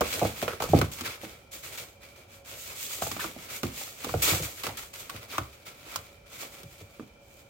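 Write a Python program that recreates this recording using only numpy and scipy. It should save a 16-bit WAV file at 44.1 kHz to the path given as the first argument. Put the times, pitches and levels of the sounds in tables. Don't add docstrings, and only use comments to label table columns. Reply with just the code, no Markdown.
import sys
import numpy as np
from scipy import signal
from scipy.fft import rfft, irfft, next_fast_len
from scipy.io import wavfile
from scipy.ndimage import map_coordinates

SR = 44100
rng = np.random.default_rng(int(sys.argv[2]) if len(sys.argv) > 2 else 0)


def generate_wav(signal):
    frames = np.transpose(np.atleast_2d(signal))
    scaled = np.clip(frames, -1, 1) * 32767
    pcm = np.round(scaled).astype(np.int16)
    wavfile.write(sys.argv[1], SR, pcm)


N = 330353


def amp(db):
    return 10 ** (np.asarray(db) / 20)


def unit(x):
    return x / np.sqrt(np.mean(x ** 2) + 1e-20)


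def along(points, hz):
    point_hz, values = np.transpose(points)
    return np.interp(np.log(hz + 1), np.log(point_hz), values)


def wobble(rate):
    points = rng.standard_normal(int(N * rate / SR) + 4)
    return map_coordinates(points, [np.arange(N) * rate / SR])


def filtered(x, response):
    n = x.shape[-1]
    padded_n = next_fast_len(n + 4096)
    hz = np.fft.rfftfreq(padded_n, 1 / SR)
    return irfft(rfft(x, padded_n) * response(hz), padded_n)[..., :n]


# pitch_hz, likeness (1 = the same, 0 = unrelated)
LIKENESS = [(100, 0.98), (300, 0.84), (650, 0.59), (1100, 0), (2000, 0.13), (4000, 0)]


def spread(pair, gain):
    def mid_and_side(hz):
        turn = np.arccos(np.clip(along(LIKENESS, hz), -1, 1)) / 2
        return gain(hz) * np.array([np.cos(turn), np.sin(turn)])

    mid, side = filtered(pair, mid_and_side)
    return unit(np.array([mid + side, mid - side]))


def hiss(spectrum, size):
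    return spread(rng.standard_normal((2, size)), lambda hz: amp(along(spectrum, hz)))


def fade(t, rise, t60):
    shape = (1 - np.exp(-(t / rise) ** 2)) * amp(-60 * t / t60)
    return shape / (shape.max() + 1e-12)


def add(track, s, sound):
    start = max(round(s * SR), 0)
    track[:, start:start + sound.shape[-1]] += sound[..., :N - start]


# pitch_hz, t60_s
WALL_DECAY = [(100, 0.49), (400, 0.22), (1000, 0.26), (4000, 0.12), (14000, 0.13)]


def walls(x, wet_db):
    noise = rng.standard_normal((2, SR // 4))
    hz, t, cells = signal.stft(noise, SR, nperseg=256)
    fading = cells * amp(-60 * t / along(WALL_DECAY, hz)[:, None])
    tail = spread(signal.istft(fading, SR, nperseg=256)[1], np.ones_like)
    tail = tail / np.linalg.norm(tail[0])
    tail = np.pad(tail, ((0, 0), (SR // 400, 0)))
    return x + amp(wet_db) * signal.fftconvolve(np.atleast_2d(x), tail, axes=1)[:, :x.shape[-1]]


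# (relative, per Hz)
ROOM_COLOUR = [(20, -32), (40, -1.5), (60, 0.5), (100, 0.5), (180, -8), (330, -9.5), (420, -10), (750, -10),
               (950, -16.5), (1800, -24), (3000, -28), (6000, -28), (11000, -43), (15500, -39)]
# pitch_hz, width_hz, level_db (relative)
ROOM_BANDS = [(558, 17, 3.5), (1366, 41, -8), (2352, 62, -3.5), (3040, 110, -15.5)]


def room():
    def bands(hz):
        total = 0
        for pitch_hz, width_hz, db in ROOM_BANDS:
            damping = 1j * hz * width_hz
            total = total + amp(db) * damping / (pitch_hz ** 2 - hz ** 2 + damping)
        return np.abs(total)

    rush = amp(-57.5) * hiss(ROOM_COLOUR, N)
    return rush + amp(-60) * spread(rng.standard_normal((2, N)), bands)


def knock(t, pitch_hz, glide, t60):
    hz = pitch_hz * (0.36 + 0.872 / (1 + (t / glide) ** 2))
    return np.sin(2 * np.pi * np.cumsum(hz) / SR) * fade(t, 0.0017, t60)


def padded(x, edge_hz):
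    low_pass = signal.butter(N=4, Wn=min(edge_hz, SR / 4), fs=SR, output="sos")
    return signal.sosfilt(low_pass, x)


def ring(modes, t, cycles, detune):
    total = 0
    for pitch_hz, db, t60 in modes:
        gain = amp(db + rng.normal(0, 2.63))
        blow_hz = pitch_hz * rng.normal(1, detune)
        total = total + gain * np.sin(2 * np.pi * blow_hz * t) * fade(t, cycles / pitch_hz, t60)
    return total


# pitch_hz, level_db (relative), t60_s
FLOOR_MODES = [(68.8, -11.5, 0.41), (99.2, 0.5, 0.17), (124.8, -6.5, 0.26), (156.7, -4, 0.14)]
# pitch_hz, level_db (relative), t60_s
SIDE_MODES = [(179.3, -6, 0.14), (220.5, -0.5, .096), (255.6, -0.5, .11), (317.3, 2, 0.099),
              (495, -24, .08)]
# (relative, per Hz)
PANEL_COLOUR = [(60, -6.5), (150, -8), (320, -1.5), (410, -4), (480, 6.5), (560, -9.5), (650, -2), (800, 3),
                (980, -13), (1200, 1.5), (1420, -12), (1650, -8), (3000, -25), (6000, -47)]
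# start_s, knock_db, knock_pitch_hz (scales the falling chirp),
# hollow_ring_db, floor_boom_db (all levels relative)
LANDINGS = [(.008, -11.5, 553, -58, -50), (.016, -17, 525, -31, -54), (.214, -19, 708, -33, -38),
            (.221, -15, 665, -26.5, -30), (.231, -20, 690, -26, -36), (.249, -19, 660, -35, -45),
            (.425, -19.5, 670, -34, -44), (.478, -22, 554, -46, -56), (.533, -27, 475, -58, -61),
            (.602, -23, 696, -49, -47), (.621, -21, 804, -43, -45), (.638, -19.5, 434, -46, -44),
            (0.688, -31, 696, -36, -26), (.733, -7, 680, -11, -18.5), (.765, -26, 452, -33, -25),
            (.788, -21, 474, -30, -30), (.815, -15.5, 480, -33, -29.5), (1.009, -37, 560, -39.5, -50),
            (1.232, -32, 605, -39, -48), (3.02, -18.5, 666, -54, -39.5), (3.066, -27.5, 700, -49, -45),
            (3.116, -31, 460, -38, -45), (3.164, -32.5, 640, -39, -52), (3.243, -29, 617, -36, -58),
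            (3.362, -35, 605, -43.5, -56), (3.632, -24, 480, -23.5, -30.5), (4.043, -30, 1000, -39.5, -47),
            (4.066, -30, 470, -34, -50), (4.091, -31.5, 970, -49, -40), (4.139, -18, 628, -27.5, -25.5),
            (4.309, -26, 457, -31.5, -26), (4.399, -32, 500, -41, -31.5), (4.426, -33, 550, -43, -41),
            (4.668, -26.5, 490, -40, -39), (5.143, -43, 505, -42.5, -42), (5.381, -26, 686, -35.5, -30.5),
            (5.959, -50, 1140, -54, -44.5), (6.633, -41, 450, -51, -42), (6.81, -39, 470, -52, -45),
            (6.995, -29, 426, -35.5, -46)]
RING_S, MEDIUM_HOLLOW_DB = 0.02, -43.5
RING_GROWS = 0.29


def thumps():
    out, t = np.zeros((2, N)), np.arange(SR // 3) / SR
    for s, knock_db, pitch_hz, hollow_db, boom_db in LANDINGS:
        knock_t60 = RING_S * amp(RING_GROWS * (hollow_db - MEDIUM_HOLLOW_DB))
        chirp = knock(t, pitch_hz, glide=0.00593, t60=knock_t60)
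        panels = hiss(PANEL_COLOUR, len(t)) * fade(t, 0.0022, 0.073)
        blow = amp(knock_db) * padded(amp(-2) * chirp + amp(-9) * panels, edge_hz=1.35 * pitch_hz)
        hollow = amp(hollow_db - 4) * ring(SIDE_MODES, t, cycles=0.75, detune=0.029)
        boom = amp(boom_db) * ring(FLOOR_MODES, t, cycles=1.2, detune=0.029)
        add(out, s, walls(blow + hollow, wet_db=-9) + boom)
    return out


# (relative, per Hz)
CLACK_COLOUR = [(600, -55), (1000, -2), (1190, 2), (1290, -2), (1410, 1.5), (1650, -14), (1950, -9.5),
                (3000, -13.5), (6000, -54)]
# (relative, per Hz)
TICK_COLOUR = [(400, -22), (1200, 9.5), (1800, -11.5), (3000, 2.5), (5000, 0), (7000, -1), (10500, -9),
               (15000, -3)]
# start_s, panel_clack_db, claw_tick_db (levels relative)
CLAW_STRIKES = [(.008, -31, -21), (0.014, -19.5, -31), (.249, -31, -31), (.425, -27, -29),
                (0.479, -21, -30), (.602, -26.5, -38), (.622, -39, -26), (.638, -40, -29),
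                (.788, -39, -24.5), (0.814, -15.5, -22.5), (1.009, -36, -26.5), (3.021, -23, -47),
                (3.065, -33, -41), (3.115, -35, -25.5), (3.165, -32, -48), (3.194, -27.5, -47),
                (3.243, -30, -35), (3.632, -25.5, -25.5), (4.045, -37.5, -27), (4.092, -33, -47),
                (4.139, -27, -37), (4.635, -30, -29.5), (4.667, -31, -26), (5.096, -33, -34),
                (5.381, -20, -25.5), (5.959, -33, -21), (6.632, -50, -39.5), (6.996, -41, -52)]


def claws():
    out, t = np.zeros((2, N)), np.arange(SR // 6) / SR
    for s, clack_db, tick_db in CLAW_STRIKES:
        clack = amp(clack_db - 3) * hiss(CLACK_COLOUR, len(t)) * fade(t, 0.00072, 0.038)
        snap_then_skid = fade(t, 0.00047, 0.012) + amp(-12) * fade(t, 0.0048, 0.032)
        tick = amp(tick_db) * hiss(TICK_COLOUR, len(t)) * snap_then_skid
        add(out, s, walls(clack + tick, wet_db=-11))
    return out


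# start_s, rise_s, slide_t60_s,
# nylon_swish_db, cardboard_scrape_db (levels relative)
BODY_STROKES = [(0.009, 0.007, 0.49, -43.5, -34), (0.065, 0.009, 0.41, -36, -44),
                (0.089, 0.047, 0.51, -33.5, -31), (0.205, 0.046, 0.53, -40, -40.5),
                (0.319, 0.115, 0.19, -41, -36.5), (0.476, 0.011, 0.41, -50, -37),
                (0.6, 0.0024, 0.47, -45, -40.5), (0.619, 0.004, 0.3, -38, -39),
                (0.68, 0.015, 0.7, -40.0, -41), (0.704, 0.067, 0.53, -47, -37.5),
                (0.915, 0.002, 0.61, -40.5, -44.5), (0.963, 0.036, 0.44, -51, -41),
                (1.035, 0.022, 0.36, -44, -34.0), (1.189, 0.053, 0.54, -49.5, -43),
                (1.51, 0.026, 0.4, -39.5, -46.5), (1.624, 0.019, 0.56, -42.0, -41.5),
                (1.718, 0.012, 0.34, -42, -44.5), (1.773, 0.005, 0.38, -39, -40.5),
                (2.001, 0.042, 0.66, -59.5, -51), (2.155, 0.0082, 0.4, -59, -50),
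                (2.273, 0.077, 0.27, -54, -54.5), (2.443, 0.06, 0.52, -44, -43.5),
                (2.548, 0.055, 0.46, -40.5, -63), (2.609, 0.066, 0.98, -43, -45.5),
                (2.737, 0.1, 0.62, -36, -47.0), (2.886, 0.046, 0.8, -36.5, -42.5),
                (3.012, 0.011, 0.5, -31.5, -51), (3.11, 0.003, 0.55, -39.5, -39),
                (3.186, 0.021, 0.54, -37, -36.5), (3.367, 0.069, 0.34, -46.5, -45.5),
                (3.481, 0.03, 0.27, -45, -39), (3.501, 0.062, 0.24, -37, -42.5),
                (3.619, 0.034, 0.55, -45.5, -44), (3.706, 0.11, 0.64, -37.5, -42.5),
                (3.96, 0.088, 0.51, -42, -41), (4.084, 0.005, 0.4, -40.5, -48.0),
                (4.14, 0.075, 0.41, -40.5, -43.5), (4.219, 0.0061, 0.69, -21, -27.5),
                (4.268, 0.03, 0.23, -28, -23.5), (4.417, 0.018, 0.29, -32.5, -38),
                (4.543, 0.065, 0.31, -45.5, -45.5), (4.632, 0.004, 0.38, -39.5, -33),
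                (4.77, 0.002, 0.42, -38, -41), (4.93, 0.01, 0.83, -45.0, -43.5),
                (4.982, 0.026, 0.1, -41, -45), (5.094, 0.0028, 0.46, -51, -42),
                (5.128, 0.1, 0.49, -59, -48), (5.282, 0.048, 0.63, -46, -40.5),
                (5.518, 0.004, 0.89, -62, -56.0), (5.651, 0.019, 0.28, -48, -42),
                (5.713, 0.14, 0.43, -58, -51), (5.847, 0.084, 0.69, -49, -44.5),
                (6.257, 0.0081, 0.53, -70, -53), (6.287, 0.075, 0.39, -48.5, -47.0),
                (6.375, 0.042, 0.27, -40, -38.5), (6.482, 0.062, 0.72, -51.5, -50),
                (6.659, 0.071, 0.61, -54, -57), (6.769, 0.046, 0.11, -56, -54),
                (6.724, 0.25, 0.9, -63, -60), (7.174, 0.23, 0.24, -58, -64), (7.288, 0.24, 0.33, -70, -70)]
SPEED_UP = 0.71
SETTLE_DB, SETTLE_T60_S = -23, 0.25
SWELL_DB = 0.52


def sliding():
    power, t = np.zeros((2, N)), np.arange(SR) / SR
    for s, rise, t60, nylon_db, board_db in BODY_STROKES:
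        after = np.maximum(t - rise, 0)
        slide = amp(-60 * after / t60)
        settle = amp(SETTLE_DB - 60 * after / SETTLE_T60_S)
        release = np.hypot(slide, settle)
        speed = np.minimum(t / rise, 1) ** SPEED_UP * release / release[0]
        add(power, s, (amp([[nylon_db], [board_db]]) * speed) ** 2)
    return np.sqrt(power) * amp(SWELL_DB * wobble(40))


def friction(spectrum, rough_db, snags, snag_db):
    slips = rng.standard_normal((2, N)) * amp(rough_db * (wobble(35) + wobble(260)))
    strength = np.minimum(rng.exponential(size=N), 3)
    catches = (rng.random(N) < snags / SR) * strength
    keep = np.exp(-1 / (0.001 * SR))
    snaps = signal.lfilter([1], [1, -keep], catches) * rng.standard_normal((2, N))
    return spread(slips + amp(snag_db) * snaps, lambda hz: amp(along(spectrum, hz)))


PATS_PER_S, PAT_T60_S = 16, 0.033


def pats():
    steps = (rng.random(N) < PATS_PER_S / SR) * rng.random(N)
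    shape = fade(np.arange(SR // 8) / SR, 0.0021, PAT_T60_S)
    return signal.fftconvolve(steps, shape)[:N] * hiss(PANEL_COLOUR, N)


# (relative, per Hz)
NYLON_COLOUR = [(600, -30), (1500, -12), (2500, -0.5), (3500, 0), (5500, -2), (7000, 3), (8500, -0.5),
                (10500, -7), (13000, 0.5), (15500, -1.5)]
# (relative, per Hz)
SCRAPE_COLOUR = [(200, -27), (450, -6), (900, -4.5), (1300, 3), (1750, -2), (2350, 5), (2800, 0), (3300, 0),
                 (4500, -3), (9000, -10)]
# (relative, per Hz)
FLEX_COLOUR = [(20, -49), (50, -20), (90, 2.5), (190, -6), (320, -3), (480, 1), (650, -4), (950, -11.5),
               (2000, -20.5)]
FLEX_DB, FLEX_LAG_S, FLEX_WANDER_DB = -8, 0.029, 3


def rubbing():
    on_nylon, on_board = sliding()
    swish = on_nylon * friction(NYLON_COLOUR, rough_db=0.96, snags=130, snag_db=0)
    fur = friction(SCRAPE_COLOUR, rough_db=1.88, snags=50, snag_db=4)
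    scrape = on_board * (fur + amp(1) * pats())
    keep = np.exp(-1 / (FLEX_LAG_S * SR))
    load = signal.lfilter([1 - keep], [1, -keep], on_board)
    flex = load * amp(FLEX_DB + FLEX_WANDER_DB * wobble(43)) * hiss(FLEX_COLOUR, N)
    return walls(swish + scrape, wet_db=-6.5) + flex


# start_s, length_s, start_pitch_hz, end_pitch_hz, level_db (relative)
CLAW_DRAGS = [(0.48, 0.073, 1400, 1363, -45), (.608, 0.06, 1500, 1140, -39.5),
              (1.04, 0.06, 1900, 1172, -44.5), (3.191, 0.06, 2000, 1060, -41.5),
              (4.654, .055, 1900, 703, -41), (5.299, 0.042, 4700, 2630, -47.5),
              (5.331, 0.03, 1420, 1010, -41.5)]
RASP_DB = 3


def scratches():
    out = np.zeros((2, N))
    for s, length, start_hz, end_hz, db in CLAW_DRAGS:
        u = np.linspace(0, 1, round(length * SR))
        phase = 2 * np.pi * np.cumsum(start_hz * (end_hz / start_hz) ** u) / SR
        chatter = filtered(rng.standard_normal((2, len(u))), lambda hz: 1 / (1 + (hz / 190) ** 2))
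        rasp = unit(chatter[0] * np.cos(phase) + chatter[1] * np.sin(phase))
        uneven = amp(db + RASP_DB * wobble(121)[:len(u)])
        swell = np.sqrt(np.abs(np.sin(np.pi * u)))
        add(out, s, uneven * rasp * swell)
    return walls(out, wet_db=-9)


def scene():
    return room() + thumps() + claws() + rubbing() + scratches()


# pitch_hz, left_minus_right_db
LEFT_RIGHT_LEAN = [(60, -2.5), (110, 1.5), (200, -2.5), (380, -3), (700, -2), (1290, -0.5), (2380, -1),
                   (4400, 0.5), (8120, -1.5), (15000, -0.5)]
TOP_HZ = 15950


def record(dry):
    def colour(hz):
        sides = amp(np.outer([0.5, -0.5], along(LEFT_RIGHT_LEAN, hz)))
        return sides / np.sqrt(1 + (hz / TOP_HZ) ** 400)

    high_pass = signal.butter(4, 42, "high", fs=SR, output="sos")
    return signal.sosfilt(high_pass, filtered(dry, colour))


dry = scene()
out = record(dry)
generate_wav(out)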